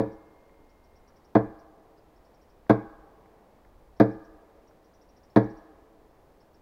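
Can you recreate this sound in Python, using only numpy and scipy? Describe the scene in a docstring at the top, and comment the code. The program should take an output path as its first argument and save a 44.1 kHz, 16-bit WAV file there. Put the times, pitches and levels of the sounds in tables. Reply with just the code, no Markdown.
"""An axe bites into a long log on trestles in a spruce forest, some metres from a small camera.
Fibres tear, the log rings, the ground thumps, and the trunks scatter the blow into a long echo.
Behind it are wind on the microphone, the far hush of the trees, a hiss and a thin whine that soon dies.
A small bird starts to chirp, then bits of wood drop now and then. Four more blows follow,
about 1.3 seconds apart, and the bird chirps on after the last one."""
import sys
import numpy as np
from scipy import signal
from scipy.fft import rfft, irfft
from scipy.io import wavfile
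from scipy.ndimage import uniform_filter1d

SR = 44100
rng = np.random.default_rng(int(sys.argv[2]) if len(sys.argv) > 2 else 0)


def to_wav(sig):
    """Store sig (one row per channel, or 1-D mono) as 16-bit WAV at the path in sys.argv[1].

    Samples outside -1..1 are clipped; the rate is SR.
    """
    pcm = np.clip(np.atleast_2d(sig), -1, 1) * 32767
    pcm = np.round(pcm).astype(np.int16)
    wavfile.write(sys.argv[1], SR, pcm.T)  # frames by channels


N = 291501
LEAD = 2048  # spare samples before time zero, where the first blow begins


def undb(db):
    """Turn decibels (dB) into a number to multiply by."""
    return 10 ** (np.asarray(db) / 20)


def level(x, db):
    """Set a sound's average level."""
    return x * undb(db) / np.sqrt(np.mean(x ** 2))


def colour(x, spectrum):
    """Turn pitches up or down along (Hz, dB) points, with a filter that never sounds early."""
    hz, db = np.transpose(spectrum)
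    grid = np.maximum(np.fft.rfftfreq(8192, 1 / SR), 1)
    gain = undb(np.interp(np.log(grid), np.log(hz), db))
    cepstrum = irfft(np.log(gain))
    cepstrum[1:4096] *= 2
    cepstrum[4097:] = 0
    return signal.fftconvolve(x, irfft(np.exp(rfft(cepstrum))))[:len(x)]


def fade(t, fade_s):
    """Die away. A fade time is how long a sound takes to drop 60 dB."""
    return np.exp(-np.log(1000) * t / fade_s)


def add(track, s, sound):
    """Mix a sound in at s seconds; tracks begin LEAD samples early."""
    i = int(round(s * SR)) + LEAD
    track[i:i + len(sound)] += sound[:len(track) - i]


def wander(per_second):
    """A smooth random curve that strays about 1 either side of zero."""
    k = int(SR / per_second)
    steps = np.repeat(rng.standard_normal(N // k + 1), k)
    slow = uniform_filter1d(uniform_filter1d(steps, k), k)[:N]
    return slow / slow.std()


def tilt_and_bump(hz, tilt_db, bump_db, pivot_hz, bump_hz, octaves):
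    """A change of tone in dB: a slope from low to high, plus a bump around one pitch."""
    bump = np.exp(-.5 * (np.log2(hz / bump_hz) / octaves) ** 2)
    return tilt_db * np.log2(hz / pivot_hz) + bump_db * bump


# The blade touches and wedges in, then the log knocks twice on its trestles.
# Each row: seconds after the touch, strength in dB.
KNOCKS = [(.0001, -19.4), (.0028, 0), (.00851, 3.9), (.01415, -6.9)]
# The tone of tearing fibres, shaped by the wood around the cut. Each row: pitch in Hz, level in dB.
FIBRE_TONE = [(200, -38.5), (550, -4.5), (700, -5), (950, -0.5), (1250, -6), (1420, -8), (1620, -4.5),
              (1950, -12.5), (2500, -18.5), (4500, -23.5), (6500, -41), (9000, -47.5), (15000, -66)]
# The tone of the steel edge. Each row: pitch in Hz, level in dB.
EDGE_TONE = [(1000, -12), (3600, 5.5), (6000, -15), (9000, -23), (12500, -15), (13400, -38),
             (15500, -45.5)]
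# The ground and a near trunk throw the edge's snap back. Each row: delay in seconds, level in dB.
ECHOES = [(.0100, -3.5), (.0330, -12.5)]
# Moss and bark soak up the treble of those echoes. Each row: pitch in Hz, change in dB.
MOSS_TONE = [(5000, -1.5), (9000, -10)]


def crack(crack_db, tilt_db, notch_db):
    """Fibres part in many uneven snaps, renewed at each knock, under the bright snap of the edge."""
    t = np.arange(SR // 4) / SR
    noise = rng.standard_normal((2, len(t)))
    fibre_snaps, edge_snaps = noise * undb([[2.0], [4.5]] * rng.exponential(size=noise.shape))
    tearing = (1 - np.exp(-t / 0.0037)) * fade(t, 0.083)
    for s, knock_db in KNOCKS:
        tearing += 0.069 * undb(knock_db) * (t > s) * fade(np.abs(t - s), 0.032)
    fibres = level(colour(tearing * fibre_snaps, FIBRE_TONE), -34.5)
    bite = (1 - np.exp(-t / 0.0004)) * fade(t, 0.03)
    edge = level(colour(bite * edge_snaps, EDGE_TONE), -51)
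    echoes = sum(undb(db) * np.interp(t - s, t, edge, left=0) for s, db in ECHOES)
    # the notch in the wood shapes the tone of each crack
    hz = np.geomspace(600, 4500, 24)
    tone_db = crack_db + tilt_and_bump(hz, tilt_db, notch_db, pivot_hz=1390, bump_hz=1810, octaves=0.17)
    return colour(fibres + edge + colour(echoes, MOSS_TONE), list(zip(hz, tone_db)))


# The notes of the bending log. Each row: pitch in Hz, level in dB, fade time in seconds,
# which way the wood swings first (+1 or -1).
LOG_NOTES = [(117.5, -17.8, 0.265, -1), (195.2, -29.5, 0.244, 1), (214.8, -9.7, 0.059, -1),
             (294.7, -9.6, 0.115, 1), (309.3, -25.1, 0.291, 1), (324.9, -38, 0.5, -1),
             (419.4, -7.1, 0.04, 1), (445.9, -8.4, 0.3, -1), (523.0, -38.6, 0.187, -1),
             (546.3, -34.1, 0.171, -1), (560.3, -29.3, 0.127, -1), (630.5, -12.3, 0.04, -1),
             (683.0, -34.6, 0.195, 1), (782.4, -21.5, 0.214, 1), (827.8, -48.2, 0.622, 1),
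             (865.7, -51.3, 0.281, 1), (925.8, -32.1, 0.103, -1), (1015.2, -30.3, 0.073, 1),
             (1134.6, -45.2, 0.347, -1)]


def log_ring(length, ring_db, tilt_db, spot_db):
    """Each knock sets all the log's notes ringing; the high ones vary most from blow to blow."""
    hz, db, fade_s, side = np.transpose(LOG_NOTES)[:, :, None]
    # the spot where the axe lands favours or mutes some notes
    tone_db = tilt_and_bump(hz, tilt_db, spot_db, pivot_hz=355, bump_hz=556, octaves=0.074)
    chance_db = 2.5 * hz / 1000 * rng.standard_normal(hz.shape)
    gain = np.sign(side) * undb(db + ring_db + tone_db + chance_db)
    out = 0
    for s, knock_db in KNOCKS:
        t = np.maximum(np.arange(SR // 2) / SR - s, 0)
        notes = gain * np.sin(2 * np.pi * hz * t) * fade(t, length * fade_s)
        swell = 1 - np.exp(-t / .00183)
        out = out + undb(knock_db) * notes.sum(axis=0) * swell
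    return out


# The deep tone of both the thump and the wind. Each row: pitch in Hz, level in dB.
RUMBLE_TONE = [(12, -5), (28, 0), (55, -3), (85, -6), (115, -17), (200, -54.5)]


def ground_thump():
    """The trestles send a short, low rumble through the ground."""
    t = np.arange(SR // 2) / SR
    rumble = level(colour(rng.standard_normal(len(t)), RUMBLE_TONE), -46)
    return rumble * fade(t, 0.8) * (1 - np.exp(-t / .005))


# Sound scattered by the trunks. Each row: middle pitch of an octave in Hz, near level in dB,
# near fade time in seconds, far level in dB, far fade time in seconds.
TRUNK_BANDS = [(122.7, -57, 0.32, -72.5, 0.63), (281, -44, 0.44, -72, 3.5), (525, -36, 0.28, -58.5, 2.74),
               (993, -38.5, 0.36, -50, 1.47), (2010, -36, 0.34, -50, 1.17),
               (3730, -40.5, 0.13, -46.5, 0.97), (5600, -40, 0.36, -42, 1.1),
               (10500, -46.5, .12, -49.5, .4)]
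# The log's lasting notes carry furthest. Each row: pitch in Hz, change in dB.
FAR_TONE = [(260, -9.5), (322, 4.5), (372, -7), (428, 3), (480, -7.5), (600, 1), (685, -1), (742, -6),
            (795, 11), (880, -7), (1150, 6.5), (1450, -0.5), (1700, 5), (2000, -3.5)]


def forest_echo(sound):
    """Near trunks give a quick echo; those beyond the clearing give a slow one."""
    t = np.arange(2 * SR) / SR
    near = far = 0
    for hz, near_db, near_s, far_db, far_s in TRUNK_BANDS:
        band = signal.butter(2, [hz / np.sqrt(2), hz * np.sqrt(2)], "band", fs=SR, output="sos")
        noise = signal.sosfilt(band, rng.standard_normal((2, len(t))))
        near = near + undb(near_db) * fade(t, near_s) * noise[0]
        far = far + undb(far_db) * fade(t, far_s) * noise[1]
    far_swell = 0.5 + 0.2 * (1 - np.exp(-(t / 0.2) ** 4))
    echo = (near + far_swell * colour(far, FAR_TONE)) * (1 - np.exp(-t / 0.014))
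    return signal.fftconvolve(sound, echo)[:len(sound)]


# The rise and fall of the wind. Each row: time in seconds, level in dB.
GUSTS = [(0, -60), (.45, -66.5), (.75, -61), (1.25, -64), (2.5, -62.5), (2.9, -60.5), (3.35, -65),
         (3.8, -56.5), (4.3, -61.5), (5.2, -65), (6.2, -63.5), (6.61, -61)]


def wind(t):
    """Gusts rumble unevenly on the microphone."""
    rumble = level(colour(rng.standard_normal(N), RUMBLE_TONE), 0)
    gust_db = np.interp(t, *np.transpose(GUSTS))
    return rumble * undb(gust_db + 1.6 * wander(per_second=8.9))


# The tone of the distant trees. Each row: pitch in Hz, level in dB.
HUSH_TONE = [(70, -10.5), (125, -2.5), (210, -1.5), (320, -0.5), (500, -0.5), (800, -3.5), (1050, -7),
             (1300, -13.5), (2000, -18.5), (3200, -31), (6000, -42)]


def forest_hush():
    """The far forest makes a soft noise whose level gently sways."""
    hush = level(colour(rng.standard_normal(N), HUSH_TONE), -61)
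    return hush * undb(0.52 * wander(per_second=3.1))


# The tone of the hiss. Each row: pitch in Hz, level in dB.
HISS_TONE = [(500, -5.5), (3200, 1.5), (5000, -0.5), (8000, -6), (11000, -6.5), (15500, -3.5)]


def microphone_hiss():
    """The microphone adds a faint, steady noise of its own."""
    return level(colour(rng.standard_normal(N), HISS_TONE), -76.5)


def whine(t, hz=2120, dies_from_s=.98):
    """One thin note gets slowly quieter, then dies away."""
    db = -75 - 5 * t - 48.5 * np.maximum(t - dies_from_s, 0)
    return np.sqrt(2) * undb(db) * np.sin(2 * np.pi * hz * t)


# The bird's calls. Each row: time in seconds, strength in dB, rough top pitch in Hz.
CHIRPS = [(0.118, -63, 5490), (0.697, -63, 5380), (0.842, -62, 5400), (0.959, -60, 5540),
          (1.078, -59, 5560), (1.1618, -59.5, 5570), (1.2471, -59, 5460), (1.5913, -59, 5360),
          (1.9779, -61, 5120), (2.1625, -63, 5410), (2.2498, -62, 5420), (2.3436, -61.5, 5420),
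          (2.416, -62, 5550), (2.4977, -62.5, 5430), (3.9674, -61.5, 5400), (4.114, -61, 5300),
          (4.245, -62, 5650), (4.676, -61, 5570), (4.8439, -62, 5630), (4.9395, -59.5, 5700),
          (5.015, -58.5, 5550), (5.0918, -59.5, 5570), (5.167, -58.5, 5540), (5.2348, -59, 5530),
          (5.3023, -60, 5480), (5.435, -61, 5640), (5.4998, -59, 5580), (5.5702, -59.5, 5600),
          (6.405, -59, 5300), (6.544, -59.5, 5380)]


def bird(chirp_s=.021, top_s=.008):
    """Short, wavering whistles arch up and down in pitch and level, blurred by nearby leaves."""
    out = np.zeros(N + LEAD)
    t = np.arange(int(chirp_s * SR)) / SR
    before_top = np.maximum(1 - t / top_s, 0)
    after_top = np.maximum(t - top_s, 0) / (chirp_s - top_s)
    pitch_arch = 1.02 - .25 * before_top ** 2 - .25 * after_top ** 3
    arch_db = -4.5 - 1.5 * before_top - 7.5 * after_top
    for s, db, hz in CHIRPS:
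        waver = 1 + .22 * uniform_filter1d(rng.standard_normal(len(t)), size=40)
        phase = 2 * np.pi * np.cumsum(hz * waver * pitch_arch) / SR
        add(out, s - .003, undb(db + arch_db) * np.sin(phase))
    tail = np.arange(SR // 8) / SR
    leaves = rng.standard_normal(len(tail)) * fade(tail, 0.15)
    return out + undb(-29) * signal.fftconvolve(out, leaves)[:len(out)]


# Wood chips and twigs that drop. Each row: time in seconds, level in dB, pitch in Hz.
DROPS = [(0.493, -49, 2120), (0.5394, -50, 2110), (1.1023, -48.5, 1640), (2.665, -45, 1630),
         (3.2568, -47, 1940), (3.6473, -46, 1900), (4.709, -48, 1530), (6.0462, -57.5, 1776)]


def falling_chips():
    """Each dry bit of wood lands with a tiny ringing click, then bounces once, more softly."""
    out = np.zeros(N + LEAD)
    t = np.arange(SR // 50) / SR
    for s, db, hz in DROPS:
        click = undb(db) * np.sin(2 * np.pi * hz * t) * fade(t, 0.0039)
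        add(out, s + 0.0022, click)
        add(out, s + rng.uniform(0.0024, 0.0066), undb(-6) * click)
    return out


# The five axe blows. Each row: start in seconds, ring length (1 is normal), ring change in dB,
# ring tilt in dB per octave, landing spot's bump in dB, crack change in dB,
# crack tilt in dB per octave, notch's bump in dB.
BLOWS = [(-.0199, 1.07, -4, 3, 10, -4, 0, -2), (1.3509, 0.93, -1.2, 1, 5.5, 0, -4, -2),
         (2.6946, 0.9, 0.5, 1, -0.5, 2, -2, -2), (3.9984, 1.073, 1.04, 1.8, 0, -0.5, -0.8, 2),
         (5.3596, 0.99, 1, 0.3, 2.5, 0.5, -0.7, 1.5)]
# The camera's case: a small opening thins the deepest bass, and hollows swallow two narrow ranges.
# Each row: pitch in Hz, change in dB.
CASE_TONE = [(25, -15.5), (65, 3), (2400, -2.5), (2900, -19), (3400, -9), (6800, -4.5), (7900, -22),
             (8400, -2)]


def scene():
    """Play the blows, then mix in their echo, the bird, the chips and the background."""
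    axe, ground = np.zeros((2, N + LEAD))
    for s, length, ring_db, ring_tilt_db, spot_db, crack_db, crack_tilt_db, notch_db in BLOWS:
        add(axe, s, log_ring(length, ring_db, ring_tilt_db, spot_db))
        add(axe, s, crack(crack_db, crack_tilt_db, notch_db))
        add(ground, s, ground_thump())
    echo = undb(-3.5) * forest_echo(axe)
    through_case = colour(axe + echo + bird() + falling_chips(), CASE_TONE)
    t = np.arange(N) / SR
    background = wind(t) + forest_hush() + microphone_hiss() + whine(t)
    return (through_case[LEAD:] + ground[LEAD:] + background)[None]


def record(dry, top_hz=15740):
    """The camera cuts off the highest treble."""
    return signal.sosfilt(signal.ellip(10, .2, 80, top_hz, fs=SR, output="sos"), dry)


dry = scene()
out = record(dry)
to_wav(out)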